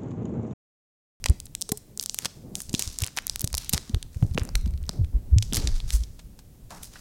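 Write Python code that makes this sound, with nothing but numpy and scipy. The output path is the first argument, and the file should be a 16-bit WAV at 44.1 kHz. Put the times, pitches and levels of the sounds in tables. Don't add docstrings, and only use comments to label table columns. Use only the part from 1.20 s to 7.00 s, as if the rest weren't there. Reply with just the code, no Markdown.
import sys
import numpy as np
from scipy import signal
from scipy.fft import rfft, irfft
from scipy.io import wavfile
from scipy.ndimage import uniform_filter1d

SR = 44100
rng = np.random.default_rng(int(sys.argv[2]) if len(sys.argv) > 2 else 0)


def generate_wav(sig):
    pcm = np.round(np.clip(np.atleast_2d(sig).T, -1, 1) * 32767).astype(np.int16)
    wavfile.write(sys.argv[1], SR, pcm)


N = 255971


def from_db(db):
    return 10 ** (np.asarray(db) / 20)


def rms_one(x):
    return x / np.sqrt(np.mean(x ** 2) + 1e-20)


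def energy_one(x):
    return x / np.sqrt(np.sum(x ** 2) + 1e-20)


def gain_in_time(rows):
    time_s, level_db = np.transpose(rows)
    return from_db(np.interp(np.arange(N) / SR, time_s, level_db))


def add(out, start_s, sound):
    first = max(round(start_s * SR), 0)
    out[first:first + len(sound)] += sound[:max(N - first, 0)]


def coloured(x, spectrum):
    hz, db = np.transpose(spectrum)
    f = np.maximum(np.fft.rfftfreq(len(x), 1 / SR), 1)
    skirts = np.minimum(f / hz[0], 1) ** 2 * np.minimum(hz[-1] / f, 1) ** 4
    gain = from_db(np.interp(np.log(f), np.log(hz), db))
    return rms_one(irfft(rfft(x) * skirts * gain, len(x)))


def resonance(x, hz, q):
    w = 2 * np.pi * min(hz, SR / 3) / SR
    damp = np.sin(w) / (2 * q)
    return signal.lfilter([damp, 0, -damp], [1 + damp, -2 * np.cos(w), 1 - damp], x)


def stroke(start_s, length_s, attack_s, release_s):
    t = np.arange(N) / SR - start_s
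    swelling = np.minimum(t / attack_s, 0)
    fading = np.maximum(t - length_s, 0) / release_s
    return np.exp(np.maximum(swelling - fading, -30))


def microphone_hiss(level_db=-63.5):
    # f/Hz, level per Hz/dB
    hiss_colour = [(300, 3), (1000, -1), (3000, -2), (8000, 0), (15500, 0)]
    return from_db(level_db) * coloured(rng.standard_normal(N), hiss_colour)


def room(x, build_s=.028, level_db=-24.5, t60_s=.4, treble_hz=9000, treble_t60_s=.25):
    # f/Hz, level/dB
    tail_colour = [(300, -9), (1200, 0), (2500, -2), (5000, 1), (8000, -1), (15000, -7)]
    t = np.arange(SR) / SR
    tail = coloured(rng.standard_normal(SR), tail_colour) * (1 - np.exp(-t / build_s))
    dull = signal.sosfiltfilt(signal.butter(2, treble_hz, fs=SR, output="sos"), tail)
    treble = tail - dull
    tail = dull * from_db(-60 * t / t60_s) + treble * from_db(-60 * t / treble_t60_s)
    return from_db(level_db) * signal.fftconvolve(x, energy_one(tail))[:N]


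def shirt(rumble_db=1.5, rub_db=0, resting_rub_db=-56, tug_db=3, tug_s=.07):
    # t/s, rumble before tugs and rumble_db/dB
    handling = [(0.0, -46), (0.92, -60), (1.55, -47), (1.84, -48), (1.94, -51), (2.26, -46), (2.78, -45),
                (3.2, -36), (3.47, -33), (3.99, -39), (4.2, -38), (4.31, -34), (4.62, -36), (4.7, -35),
                (4.85, -46), (4.94, -49), (5.32, -51), (5.8, -50)]
    # start/s, length/s, level/dB
    drags = [(.09, .03, -40), (.68, .12, -56), (1.03, .03, -46), (1.16, .07, -50), (1.24, .14, -43),
             (1.49, .12, -47), (1.81, .04, -50), (2.22, .05, -49), (2.53, .05, -44), (2.7, .06, -50),
             (3.02, .05, -43), (3.16, .12, -41), (3.465, .05, -50), (3.735, .06, -40), (3.935, .015, -43),
             (3.97, .13, -54), (4.325, .15, -36), (5.508, .07, -51)]
    # f/Hz, level per Hz/dB
    rumble_colour = [(20, 5), (55, 0), (125, -7), (210, -22)]
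    rub_colour = [(135, 6), (220, 3), (330, -4), (600, -11), (900, -21)]
    attack_s, release_s = .006, .022

    rumble = gain_in_time(handling)
    unevenness = rms_one(uniform_filter1d(rng.standard_normal(N), int(tug_s * SR)))
    tugs = from_db(tug_db * unevenness)
    rub_power = from_db(resting_rub_db) ** 2
    for start_s, length_s, db in drags:
        rub_power = rub_power + (from_db(db) * stroke(start_s, length_s, attack_s, release_s)) ** 2
    rumbling = from_db(rumble_db) * rumble * tugs * coloured(rng.standard_normal(N), rumble_colour)
    rubbing = from_db(rub_db) * np.sqrt(rub_power) * coloured(rng.standard_normal(N), rub_colour)
    return rumbling + rubbing


def bumps(rise=.5, fall=.9, level_db=1.3, scuff_db=-15):
    # t of the middle/s, level before level_db/dB, f/Hz, half length/swings
    contacts = [(.102, -6, 66, .44), (.521, -15, 195, .32), (1.056, -31, 150, .5), (1.542, -11, 193, .27),
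                (1.676, -26, 71, .36), (1.828, -19, 91, .62), (2.244, -16, 105, .4), (2.343, -23, 60, .55),
                (2.538, -16, 146, .39), (2.552, -21, 70, .42), (2.7, -29, 220, .88), (2.744, -12, 73, .34),
                (2.766, -17, 50, .3), (2.967, -21, 79, .35), (3.03, -8, 117, .48), (3.048, -14, 98, .35),
                (3.118, -22, 75, .45), (3.155, -21, 153, .69), (3.181, -16, 236, .26), (3.221, -17, 80, .4),
                (3.359, -17, 40, .79), (3.453, -18, 61, .8), (3.468, -25, 190, .76), (3.49, -21, 70, .7),
                (3.545, -23, 68, 1.2), (3.625, -26, 68, 1.5), (3.696, -22, 154, .32), (3.797, -16, 110, .7),
                (3.815, -14, 80, .5), (3.838, -16, 70, .6), (3.953, -13, 47, .52), (4.135, -7, 69, .85),
                (4.326, -25, 230, .46), (4.379, -18, 98, .51), (4.54, -17, 26, .9), (4.446, -15, 57, .36),
                (4.479, -17, 45, .54), (4.748, -12, 50, .7), (4.805, -22, 55, 1.0)]
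    # f/Hz, level per Hz/dB
    scuff_colour = [(200, -2), (320, 0), (550, -12), (950, -29)]
    out, lead_s = np.zeros(N), .08
    t = np.arange(SR // 4) / SR - lead_s
    for middle_s, db, hz, swings in contacts:
        half_s = swings / hz
        swell = 2 * np.exp(-np.logaddexp(-t / (rise * half_s), t / (fall * half_s)))
        scuff = coloured(rng.standard_normal(len(t)), scuff_colour)
        quickness = min(.002 / half_s, 1) ** 1.5
        swing = from_db(scuff_db) * quickness * scuff - np.sin(2 * np.pi * hz * t)
        add(out, middle_s - lead_s, from_db(db + level_db) * swell * swing)
    return out


def faint_ticks(per_s=24, energy_db=-31, spread_db=4, start_s=1.35, end_s=3.8):
    out, t = np.zeros(N), np.arange(256) / SR
    span_s = end_s - start_s
    for when, size, pitch in rng.random((int(per_s * span_s), 3)):
        slip = rng.standard_normal(len(t)) * np.exp(-t / .0006)
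        tick = energy_one(resonance(slip, 2500 * 4 ** pitch, 1))
        gain = from_db(energy_db + spread_db * (2 * size - 1))
        add(out, start_s + when * span_s, gain * tick)
    return out


def twangs():
    # t/s, level before fading/dB, f at the start/Hz, time to fade by 60 dB/s,
    # rise in pitch as a share of f/per s
    plucks = [(.492, -33, 415, .09, 4), (.520, -31, 420, .12, .3), (.520, -33, 715, .06, 8),
              (.519, -35, 1050, .04, .3), (3.178, -21, 470, .03, .3), (4.1615, -5, 98, .17, 1.8)]
    out, t = np.zeros(N), np.arange(SR // 4) / SR
    for start_s, db, hz, t60_s, rise in plucks:
        build_up = np.tanh(np.pi * hz * t)
        envelope = build_up * from_db(db - 60 * t / t60_s)
        add(out, start_s, envelope * np.sin(2 * np.pi * hz * t * (1 + rise * t / 2)))
    return out


def sliding_film(flutter_db=-.6, crinkle_db=.3, hiss_db=-1, catch_db=2.6, catch_s=.003):
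    # papery flutter/dB, glue hiss/dB;
    # last, the settling rustle against the stroke/dB
    pulls = [(0.81, 0.025, -50, 6500, -22, -2, -16), (0.9, 0.075, -52, 7000, -30, -12, -8),
             (0.987, 0.077, -48, 5000, -5, -5, -13), (1.357, 0.06, -47, 7000, -18, -2, -4),
             (1.545, 0.04, -44, 5600, -20, -18, -4), (1.601, 0.058, -41, 5600, -12, -8, -5),
             (1.802, 0.06, -54, 4500, 1, -6, -10), (1.969, 0.02, -53, 4000, 1, -6, -14),
             (2.1, 0.04, -54, 6500, -11, -9, -6), (2.385, 0.05, -48, 4500, -10, -5, -1),
             (2.534, 0.039, -45, 5500, -3, -6, -8), (2.93, 0.2, -64, 6000, -8, -3, -3),
             (3.179, 0.03, -57, 5000, 5, -4, -6), (3.358, 0.02, -56, 6500, -10, 0, -20),
             (3.68, 0.08, -64, 5500, 0, -3, -14), (4.225, 0.03, -49, 5600, -20, -18, -5),
             (4.34, 0.06, -40, 5000, -7, -9, -2), (4.55, 0.025, -53, 5200, -10, -9, -14),
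             (4.68, 0.04, -50, 5000, -12, -4, -12), (4.727, 0.035, -38, 6500, -15, -2, -24),
             (4.792, 0.04, -58, 5500, -12, -4, -21), (5.504, 0.074, -53, 5500, -4, -5, -5),
             (5.628, 0.037, -51, 6000, -20, 1, -6), (5.724, 0.093, -60, 5000, -2, -6, -14)]
    # f/Hz, level per Hz/dB
    flutter_colour = [(500, -2), (1300, 1), (2400, -2), (3600, -14)]
    hiss_colour = [(6500, -12), (8700, 0), (12000, -3), (16000, -10)]
    attack_s, release_s = .005, .012
    crinkle_q = .95
    settle_db_per_s = 72
    settle_hiss_db = -7

    unevenness = rms_one(uniform_filter1d(rng.standard_normal(N), int(catch_s * SR)))
    catching = from_db(catch_db * unevenness)
    friction = catching * rng.standard_normal((3, N))
    flutter = from_db(flutter_db) * coloured(friction[0], flutter_colour)
    hiss = from_db(hiss_db) * coloured(friction[1], hiss_colour)
    out, t = np.zeros(N), np.arange(N) / SR
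    for start_s, length_s, db, hz, flutter_share_db, hiss_share_db, settle_db in pulls:
        since_s = t - start_s - length_s
        pulling = stroke(start_s, length_s, attack_s, release_s)
        settling = (since_s > 0) * from_db(settle_db - settle_db_per_s * np.abs(since_s))
        ringing = resonance(resonance(friction[2], hz, crinkle_q), hz, crinkle_q)
        crinkle = from_db(crinkle_db) * rms_one(ringing)
        papery = crinkle + from_db(flutter_share_db) * flutter
        glue = from_db(hiss_share_db) * hiss
        glue_envelope = np.maximum(pulling, from_db(settle_hiss_db) * settling)
        out += from_db(db) * (np.maximum(pulling, settling) * papery + glue_envelope * glue)
    return out


def snaps(first_slip=1.6, ring_db=-20, ring_t60_s=.02, body_low_hz=400, body_high_hz=2700,
          crack_db=-12, unevenness=2.2):
    # t/s, energy of the bright part/dB, f/Hz,
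    # sharpness Q, dull body against the bright part/dB, time for the slips to fade by 30 dB/s
    creases = [(0.0415, -3, 4400, 0.5, -11, 0.0014), (0.0589, -2, 3400, 0.4, 2, 0.008),
               (0.0862, -10, 5400, 0.7, -14, 0.0011), (0.0984, -8, 8400, 0.8, -9, 0.0015),
               (0.2019, -11, 8200, 0.6, -21, 0.0014), (0.2555, -20, 10000, 1, -30, 0.015),
               (0.2675, -25, 4200, 0.6, -14, 0.002), (0.351, -3, 6000, 0.5, -18, 0.0018),
               (0.4119, -10, 9100, 0.7, -18, 0.0011), (0.417, -3, 7400, 0.6, -23, 0.001),
               (0.4226, -2, 7000, 0.9, -26, 0.0016), (0.4915, -7, 5900, 0.6, -9, 0.01),
               (0.5185, 1, 8500, 0.4, -8, 0.007), (0.5736, -13, 9300, 0.7, -26, 0.011),
               (0.7754, -9, 8700, 0.8, -17, 0.001), (0.7971, 0, 5400, 1.2, -25, 0.0015),
               (0.8112, -12, 8000, 0.4, -14, 0.003), (0.8264, -8, 8100, 0.4, -30, 0.008),
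               (0.8374, -10, 8000, 0.5, -16, 0.004), (0.8606, -3, 6900, 0.6, -16, 0.001),
               (0.8964, -1, 5800, 1.0, -22, 0.0015), (0.9449, -4, 6800, 0.4, -14, 0.0011),
               (0.9879, 1, 6300, 0.4, -16, 0.002), (1.0479, -6, 5500, 0.5, -4, 0.006),
               (1.056, -1, 4000, 0.6, -3, 0.0085), (1.3543, -2, 5900, 0.7, -18, 0.0018),
               (1.404, -10, 5200, 0.4, -9, 0.0027), (1.4182, -12, 9500, 0.7, -22, 0.008),
               (1.4942, -13, 6000, 0.6, -24, 0.008), (1.53, -13, 7000, 0.6, -16, 0.007),
               (1.5413, -7, 4700, 0.6, -2, 0.003), (1.5489, 1, 4700, 0.8, -27, 0.004),
               (1.594, 1, 7000, 0.4, -13, 0.0065), (1.6233, 0, 5800, 0.3, -30, 0.0025),
               (1.6764, -9, 5800, 0.6, -14, 0.002), (1.7876, -3, 8200, 0.4, -22, 0.0018),
               (1.8044, -12, 6000, 0.4, -17, 0.001), (1.8197, -7, 6000, 0.4, -12, 0.002),
               (1.8221, -4, 4400, 0.3, -26, 0.0025), (1.8374, -2, 3600, 0.4, -28, 0.0017),
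               (1.8438, -6, 6800, 0.7, -20, 0.0014), (1.8651, -10, 5200, 0.3, -20, 0.0015),
               (1.8743, -11, 6500, 0.6, -13, 0.001), (1.882, -18, 2400, 0.5, -12, 0.002),
               (1.9662, -16, 8500, 0.5, -6, 0.002), (1.9727, -4, 5500, 0.8, -1, 0.004),
               (1.9777, -4, 2100, 0.4, -30, 0.0046), (1.9866, 0, 2800, 0.4, -29, 0.0027),
               (2.0686, -3, 10200, 0.5, -15, 0.0017), (2.0795, -17, 4500, 0.6, -18, 0.002),
               (2.0971, 2, 6400, 0.7, -20, 0.0024), (2.1593, -3, 6300, 0.3, -12, 0.001),
               (2.195, -9, 8000, 0.5, -14, 0.001), (2.2087, -6, 8100, 0.5, -15, 0.001),
               (2.2162, -8, 11500, 0.3, -26, 0.002), (2.2435, -5, 7400, 0.3, -13, 0.002),
               (2.2467, -7, 7800, 0.5, -16, 0.002), (2.2755, -5, 5900, 0.6, -15, 0.001),
               (2.3297, -10, 7500, 0.5, -10, 0.0014), (2.3425, -7, 4300, 0.6, -1, 0.0022),
               (2.3507, -2, 7500, 0.5, -17, 0.001), (2.3714, -11, 7900, 0.5, -11, 0.0012),
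               (2.3795, -3, 6000, 0.5, -17, 0.001), (2.3816, -2, 7600, 0.4, -18, 0.001),
               (2.4465, -16, 7500, 0.7, -24, 0.0011), (2.4937, -1, 9000, 0.3, -21, 0.008),
               (2.5282, -6, 9400, 0.5, -18, 0.008), (2.5339, 6, 6200, 0.5, -11, 0.012),
               (2.5439, -3, 4700, 0.5, -4, 0.011), (2.5783, -4, 3400, 0.4, -9, 0.0018),
               (2.6955, -19, 5000, 0.5, -14, 0.002), (2.7462, -12, 3200, 1.4, 1, 0.0015),
               (2.8278, -11, 4500, 0.4, -14, 0.003), (3.026, -15, 700, 1.9, -3, 0.004),
               (3.1461, -20, 4300, 0.5, -6, 0.005), (3.1773, -1, 800, 0.5, -25, 0.001),
               (3.1775, -3, 2850, 3, -22, 0.001), (3.1842, -14, 4500, 0.7, -1, 0.002),
               (3.1963, -15, 4400, 0.6, -8, 0.0011), (3.2175, -19, 1500, 0.9, -12, 0.003),
               (3.2344, -20, 9100, 0.6, -4, 0.0015), (3.2518, -19, 8300, 0.8, -5, 0.0017),
               (3.2906, -20, 5000, 1.6, 3, 0.0025), (3.3543, -1, 4700, 0.4, -3, 0.003),
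               (3.459, -25, 3700, 0.7, -1, 0.005), (3.6929, -3, 4900, 0.7, -5, 0.0015),
               (3.846, -27, 3600, 0.5, -6, 0.003), (4.1846, -2, 4500, 1.0, -19, 0.0019),
               (4.225, -3, 4700, 0.7, -14, 0.007), (4.3254, -15, 2900, 1.7, 3, 0.0034),
               (4.3337, -2, 6200, 0.5, -9, 0.004), (4.3452, -1, 5900, 0.5, -13, 0.0024),
               (4.3518, -3, 6900, 0.5, -16, 0.002), (4.3587, -2, 7100, 0.5, -17, 0.012),
               (4.3691, 1, 5600, 0.3, -16, 0.009), (4.4732, -1, 4200, 0.8, -14, 0.007),
               (4.6024, -15, 3300, 1.1, -8, 0.004), (4.7053, -5, 3900, 0.5, -19, 0.0017),
               (4.836, -16, 5000, 1, -20, 0.006), (4.9916, -25, 3500, 0.5, -1, 0.025),
               (5.19, -26, 5400, 0.5, -1, 0.025), (5.5063, -22, 5000, 0.5, -6, 0.006),
               (5.508, -12, 850, 1, -25, 0.2), (5.6318, -14, 7900, 0.3, -14, 0.008),
               (5.757, -20, 1500, 0.5, -10, 0.04)]
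    out, t = np.zeros(N), np.arange(8192) / SR
    body_band = signal.butter(1, [body_low_hz, body_high_hz], "band", fs=SR, output="sos")
    for start_s, db, hz, q, body_db, fade_s in creases:
        run, ring = rng.standard_normal((2, len(t)))
        uneven_run = np.sign(run) * np.abs(run) ** unevenness
        slips = energy_one(uneven_run * from_db(-30 * t / fade_s))
        slips[0] = first_slip * .0015 / fade_s
        ringing = energy_one(ring * from_db(-60 * t / ring_t60_s))
        push = slips + from_db(ring_db) * ringing
        facet = energy_one(resonance(resonance(push, hz, q), hz, q))
        body = energy_one(signal.sosfilt(body_band, push))
        crack = from_db(crack_db) * (hz / 6000) ** 2 * energy_one(np.diff(push, prepend=0))
        add(out, start_s, from_db(db) * (facet + from_db(body_db) * body + crack))
    return out


def scene():
    film = snaps() + faint_ticks() + twangs()
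    hiss = microphone_hiss()
    return (film + room(film) + sliding_film() + bumps() + shirt() + hiss)[None]


def record(dry, top=.8, cutoff_hz=16200):
    low_pass = signal.ellip(10, .2, 80, cutoff_hz, fs=SR, output="sos")
    rounded = top * np.tanh(dry / top)
    return signal.sosfilt(low_pass, rounded)


dry = scene()
out = record(dry)
generate_wav(out)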